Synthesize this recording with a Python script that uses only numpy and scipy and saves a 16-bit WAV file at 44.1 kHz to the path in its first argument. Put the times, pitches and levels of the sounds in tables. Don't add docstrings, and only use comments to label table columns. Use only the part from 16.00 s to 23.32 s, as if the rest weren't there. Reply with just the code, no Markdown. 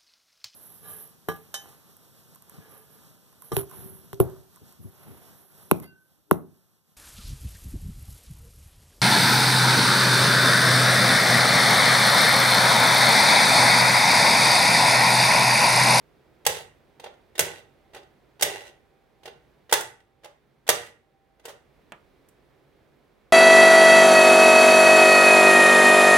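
import sys
import numpy as np
from scipy import signal
from scipy.fft import rfft, irfft, next_fast_len
from scipy.io import wavfile
from scipy.ndimage import uniform_filter1d

SR = 44100
rng = np.random.default_rng(int(sys.argv[2]) if len(sys.argv) > 2 else 0)


def wav_record(signal):
    frames = np.transpose(np.atleast_2d(signal))
    bounded = np.clip(frames, -1, 1)
    quanta = np.round(bounded * 32767).astype(np.int16)
    wavfile.write(sys.argv[1], SR, quanta)


N = 322949


# snap t/s, level/dB, bass boost/dB, treble boost/dB, finger lands earlier by t/s,
# pawl level/dB, rebound delay t/s, rebound against the snap/dB
LATCH_SNAPS = [(0.4644, -16, -3, 2.5, .014, -37.5, 0.0049, -11),
               (1.3925, -18, -2, 6, .0395, -34.5, 0.013, -9.5),
               (2.423, -18.5, -8, 2.5, 0.028, -30.5, .0052, 0.5),
               (3.7252, -14.5, 0, 2.5, .031, -39.5, .0113, -5),
               (4.6899, -13.5, 0.5, 2, 0.023, -36.5, .0095, -6.5)]

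def press_contacts():
    for s, db, bass_db, treble_db, touch_s, pawl_db, rebound_s, rebound_db in LATCH_SNAPS:
        yield s - touch_s, -43, -2, -8, .057
        yield s - .0128, pawl_db, -3, 0, .028
        yield s, db, bass_db, treble_db, .032
        yield s + rebound_s, db + rebound_db, bass_db, treble_db, .032


# clack t/s, level/dB, bass boost/dB, treble boost/dB, unsticks earlier by t/s,
# unsticking level/dB, seating delay t/s, seating against the clack/dB, seating fade/s
BUTTON_CLACKS = [(1.0405, -39, 4.5, -11.5, .043, -44, 0.021, -3, .06),
                 (1.946, -42.5, 2.5, -5, .012, -54, .016, 0, .1),
                 (3.256, -39.5, -0.5, -7, .023, -52.5, 0.02, -1, .05),
                 (4.244, -45, 2, -3.5, .009, -56.5, 0.012, -3, .032),
                 (5.453, -40, 1.5, 2, .057, -60, 0.028, 0, .11)]
# bass boost/dB, treble boost/dB, fade/s
UNSTICK_TONE = (3, -7.5, .04)

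def release_contacts():
    for s, db, bass_db, treble_db, unstick_s, unstick_db, seat_s, seat_db, seat_fade_s in BUTTON_CLACKS:
        yield s - unstick_s, unstick_db, *UNSTICK_TONE
        yield s, db, bass_db, treble_db, .043
        yield s + seat_s, db + seat_db, bass_db + 4, treble_db - 6, seat_fade_s


# t/s, level/dB, bass boost/dB, treble boost/dB
LOOSE_TICKS = [(1.139, -61, 10, -12.5), (2.031, -59, 5, -8.5), (3.808, -37.5, 2, 6.5), (4.003, -63, 1, -8),
               (6.286, -70, 0, 14.5)]

def buttons(tick_fade_s=.033):
    force, t = np.zeros((2, N)), np.arange(SR // 8) / SR
    push = soft_filter(1. * (t == 0), 1200, "low")
    ticks = [(*row, tick_fade_s) for row in LOOSE_TICKS]
    for s, db, bass_db, treble_db, fade_s in [*press_contacts(), *release_contacts(), *ticks]:
        chatter = soft_filter(burst(t, fade_s, rise_s=.05 * fade_s, apart_hz=1990), 900, "high")
        shudder = soft_filter(burst(t, fade_s, rise_s=.0015, apart_hz=1400), 610, "low")
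        contact = gain(-5.5) * push + gain(-3) * shudder + chatter
        tone = [(800, bass_db), (1700, 0), (3600, 0), (8000, treble_db)]
        add(force, s, gain(db) * colour(contact, tone))
    return force


# f/Hz, level against the clack/dB, fade/s
SPRING_NOTES = [(475, -8, .24), (590, -4, .14)]

def button_returns(slide_width_s=.016, fastest_after_s=.009):
    force, t = np.zeros((2, N)), np.arange(SR // 3) / SR
    speed = np.exp(-((t - 2 * slide_width_s) / slide_width_s) ** 2)
    for s, db, *_ in BUTTON_CLACKS:
        rub = stereo_noise(len(t), 1400) * jolts(len(t), rough_db=3) * speed / np.linalg.norm(speed)
        scrape = gain(db - 5) * soft_filter(rub, 2600, "low", order=1)
        add(force, s + fastest_after_s - 2 * slide_width_s, scrape)
        for (hz, note_db, fade_s), detune in zip(SPRING_NOTES, rng.standard_normal(len(SPRING_NOTES))):
            note = np.sin(2 * np.pi * hz * (1 + .025 * detune) * t) * fade(t, fade_s) * rise(t, .006)
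            add(force, s, ring_gain(db + note_db, fade_s) * note)
    return force


# settles after t/s, rattle level/dB,
# rattle fade/s, treble boost/dB, catch level/dB, coasting level/dB, buzz level/dB, table thump/dB
REEL_SPINS = [(0.14, -29, 0.5, 0, -61, -70, -45.5, -37), (.185, -29.5, 0.52, -5.5, -65, -64.5, -56, -36.5),
              (0.25, -30, 0.74, -5, -56.5, -67.5, -41.5, -40),
              (0.15, -29.5, .33, 3.5, -73, -70, -46.5, -49.5),
              (0.19, -32.5, 0.47, -2, -71, -69, -55.5, -42)]
# f/Hz, strength of the ring/dB, fade/s
REEL_NOTES = [(480, -0.5, .13), (1955, 4, .06), (2780, -5, 0.04), (4000, 0.5, 0.055)]

def reels(flick_delay_s=.016, catch_lead_s=.015, catch_width_s=.011, axle_hz=783):
    force = np.zeros((2, N))
    for (snap_s, *_), (stop_s, *_), spin in zip(LATCH_SNAPS, BUTTON_CLACKS, REEL_SPINS):
        settle_s, db, fade_s, treble_db, catch_db, coast_db, buzz_db, _ = spin
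        start_s = snap_s + flick_delay_s
        t = np.arange(int((stop_s - start_s) * SR)) / SR
        ticks = stereo_noise(len(t), 1100) * jolts(len(t), rough_db=3.5) * rise(t, .003)
        wobble = gain(db) * fade(t, fade_s) * fade(np.maximum(t - settle_s, 0), .17)
        catch = ticks * gain(catch_db) * np.exp(-((t - settle_s + catch_lead_s) / catch_width_s) ** 2)
        rim = gain(12) * (ring(catch, REEL_NOTES) - catch)
        tone = [(250, -.33), (500, -.37), (1000, -1.1), (2200, 2),
                (8000, treble_db), (15000, treble_db - 3.5)]
        rattle = ring(colour(ticks * wobble + catch, tone), REEL_NOTES)
        whirr = gain(coast_db) * soft_filter(ticks, 1600, "low", order=1) * fade(t, 1.9)
        hum = gain(-81.5) * np.sin(2 * np.pi * axle_hz * t) * jolts(len(t), rough_db=4, size=2001)
        add(force, start_s, rattle + rim + whirr + hum + gain(buzz_db) * reel_buzz(t))
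    return gain(-31.5) * force


def reel_buzz(t, from_hz=530, to_hz=300, slowing_s=.07, peak_s=.04):
    glide_hz = to_hz + (from_hz - to_hz) * np.exp(-t / slowing_s)
    hz = glide_hz * jolts(len(t), rough_db=.33, size=201)
    swell = (t / peak_s) ** 2 * np.exp(1 - (t / peak_s) ** 2)
    return np.sin(2 * np.pi * np.cumsum(hz) / SR) * swell * jolts(len(t), rough_db=2, size=301)


# in use from t/s, then level/dB at each of the five SPOT_HZ
BUTTON_SPOTS = [(0, -5, 2, 0.87, -3, -2), (1.3, 5.5, -3, -0.24, -2.5, -1), (2.3, 5.5, 0, 1, -4, -1.5),
                (3.6, -3, 2, 1.48, 1, 1.5), (4.6, -2, -0.5, -1.2, 0.5, -0.5)]
SPOT_HZ = [342, 476, 890, 1190, 1920]

def button_spots(force):
    out, starts = np.zeros((2, N)), [int(row[0] * SR) for row in BUTTON_SPOTS]
    for (s, *levels_db), start, end in zip(BUTTON_SPOTS, starts, starts[1:] + [N]):
        tone = sorted([(200, 0), (640, 0), (3000, 0), *zip(SPOT_HZ, levels_db)])
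        add(out, s, colour(force[:, start:end], tone))
    return out


# f/Hz, strength of the ring/dB, fade/s
CASE_NOTES = [(371, 5.5, .18), (476, 7.5, 0.28), (586, 6.5, .1), (637, 0.5, 0.3), (767.8, 4.5, 0.16),
              (838, 1, .06), (906, -2.5, 0.036), (1076, -4.5, 0.093), (1250, -1.5, 0.27), (1410, -1, .12),
              (1502, 2.5, .06), (1906, 2.5, 0.029), (2020, -4.5, 0.088), (2787, -1, .04), (3195, -3, 0.094),
              (3490, -2.5, .06), (3980, -1.5, .08), (4680, -1, 0.026), (5902, 0.5, 0.08), (6220, -2, 0.032),
              (7970, -1, 0.061), (7960, -1, .05), (8900, 0, .05), (9500, -3, 0.0095), (14016, -1, 0.086)]
# f/Hz, level/dB
CASE_TONE = [(40, 10), (110, 21.5), (230, 18), (320, 26.5), (430, 36.5), (800, 34), (1150, 27.5),
             (1900, 31.5), (2400, 28.5), (3200, 31), (4300, 25.5), (9000, 24.5), (12000, 21.5),
             (16000, 19.5)]

def hollow_case(force):
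    small_parts = [(3500 + 12000 * pitch, -8 + 8 * strength, .03 + .09 * length)
                   for pitch, strength, length in rng.random((45, 3))]
    return colour(ring(force, CASE_NOTES + small_parts), CASE_TONE)


# f/Hz, relative level/dB, fade/s, head start of the right channel/rad
TABLE_NOTES = [(56, -8.5, 0.084, 1.5), (78.4, 0, 0.3, -1.2), (100, -2.5, 0.73, 1.3), (124, 0, 0.25, 0.17),
               (158.6, 1.5, 0.4, 0.59)]

def table_top():
    out, t = np.zeros((2, N)), np.arange(SR // 2) / SR
    for (snap_s, *_), (*_, thump_db) in zip(LATCH_SNAPS, REEL_SPINS):
        scatter = rng.standard_normal((len(TABLE_NOTES), 2))
        for (hz, db, fade_s, lead), (detune, swing) in zip(TABLE_NOTES, scatter):
            phase = 2 * np.pi * hz * (1 + .023 * detune) * t + np.array([[0], [lead]])
            note = np.sin(phase) * fade(t, fade_s) * rise(t, .002)
            add(out, snap_s, gain(thump_db + db + 1.4 * swing - 6) * note)
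    return out


# f/Hz, relative level/dB
KNOCK_TONE = [(50, -12), (110, -7), (165, 4.5), (260, -5), (600, 1.5), (1500, 0.5), (3000, -2.5),
              (5200, -22), (7500, -14), (15000, -30)]

def soft_knock(at_s=5.9212, energy_db=-9):
    out, t = np.zeros((2, N)), np.arange(SR // 4) / SR
    after = soft_filter(burst(t, .13, rise_s=.0018, apart_hz=1401), 2400, "low")
    crack = burst(t, .022, rise_s=.001, apart_hz=3000)
    knock = colour(1. * (t == 0) + gain(-2.5) * crack + gain(1.5) * after, KNOCK_TONE)
    add(out, at_s, gain(energy_db) * knock / np.linalg.norm(knock))
    return out


# f/Hz, fade/s, level against the direct sound/dB
WALL_ECHO = [(101, 1, -4.5), (500, 0.26, -4.5), (1500, 0.41, -4.5), (4000, 0.28, -8), (9000, 0.31, -10.5),
             (16000, 0.16, -12)]

def room_echo(x):
    t = np.arange(int(SR * .7)) / SR
    noise, hz = rfft(stereo_noise(len(t), 1000)), np.fft.rfftfreq(len(t), 1 / SR)
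    octave, tail = np.log2(np.clip(hz, 64, 16384)), 0
    for k in range(6, 15):
        band = irfft(noise * np.maximum(1 - abs(octave - k), 0), len(t))
        envelope = fade(t, look_up(2 ** k, WALL_ECHO)) * (1 - np.exp(-(t / .011) ** 2))
        level = gain(look_up(2 ** k, WALL_ECHO, column=2))
        tail = tail + level * band * envelope / np.linalg.norm(envelope)
    return convolve(x, tail)


# f/Hz, relative level/dB
HUSH_TONE = [(15, -37.5), (25, -14.5), (49, 1.5), (113, -6.5), (144, 3), (164, -8), (193, -5), (281, -5),
             (378, -2), (1140, -15), (2230, -18), (2920, -23.5), (3440, -23), (7100, -36), (15500, -36.5)]
# t/s, level/dB
HUSH_LEVEL = [(0, -60.5), (2.2, -61), (3.099, -63.5), (3.5, -61), (4.1, -67), (4.5, -65), (5.201, -67.5),
              (5.8, -60.5), (7.3, -62)]

def room_hush():
    hush = colour(stereo_noise(N, 18, spread=.53), HUSH_TONE)
    level_db = np.interp(np.arange(N) / SR, *np.transpose(HUSH_LEVEL))
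    return hush / hush.std() * gain(level_db)


def gain(db):
    return 10 ** (np.asarray(db) / 20)


def fade(t, fade_s):
    return np.exp(-np.log(1000) * t / fade_s)


def rise(t, rise_s):
    return 1 - np.exp(-t / rise_s)


def add(track, s, sound):
    start = int(s * SR)
    track[:, start:start + sound.shape[-1]] += sound[..., :N - start]


def look_up(hz, points, column=1):
    points = np.array(points, float)
    return np.interp(np.log(np.maximum(hz, 1)), np.log(points[:, 0]), points[:, column])


def convolve(x, response):
    return signal.fftconvolve(np.atleast_2d(x), np.atleast_2d(response), axes=1)[:, :x.shape[-1]]


def colour(x, points, size=4096):
    cepstrum = irfft(np.log(gain(look_up(np.fft.rfftfreq(size, 1 / SR), points))))
    cepstrum[1:size // 2] *= 2
    cepstrum[size // 2 + 1:] = 0
    return convolve(x, irfft(np.exp(rfft(cepstrum))))


def soft_filter(x, hz, keep, order=2):
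    return signal.sosfilt(signal.butter(order, hz, keep, fs=SR, output="sos"), x)


def ring_gain(db, fade_s):
    return gain(db) * 2 * np.log(1000) / (fade_s * SR)


def ring(x, notes):
    t = np.arange(SR // 2) / SR
    response = 1. * (t == 0)
    for hz, db, fade_s in notes:
        response += ring_gain(db, fade_s) * fade(t, fade_s) * np.cos(2 * np.pi * hz * t)
    return convolve(x, response)


def stereo_noise(count, apart_hz, spread=1):
    size = next_fast_len(count)
    mid, side = rfft(rng.standard_normal((2, size)))
    hz = np.fft.rfftfreq(size, 1 / SR)
    share = spread * hz / np.hypot(hz, apart_hz)
    left_right = mid + share * side * np.array([[1], [-1]])
    return irfft(left_right / np.hypot(1, share), size)[:, :count]


def jolts(count, rough_db, size=101):
    return gain(rough_db * np.sqrt(size) * uniform_filter1d(rng.standard_normal(count), size))


def burst(t, fade_s, rise_s, apart_hz):
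    envelope = fade(t, fade_s) * rise(t, rise_s)
    return stereo_noise(len(t), apart_hz, spread=.99) * envelope / np.linalg.norm(envelope)


def scene(right_louder_db=3):
    machine = hollow_case(button_spots(buttons() + button_returns() + reels()))
    knock = soft_knock()
    echo = room_echo(machine + gain(-8) * knock)
    balance = gain(np.array([[-right_louder_db], [right_louder_db]]) / 2)
    return (machine + knock + echo + table_top() + room_hush()) * balance


def record(dry, top_hz=16000):
    ceiling = gain(.34)
    rounded = ceiling * np.tanh(dry / ceiling)
    return signal.sosfilt(signal.ellip(8, .2, 70, top_hz, fs=SR, output="sos"), rounded)


dry = scene()
out = record(dry)
wav_record(out)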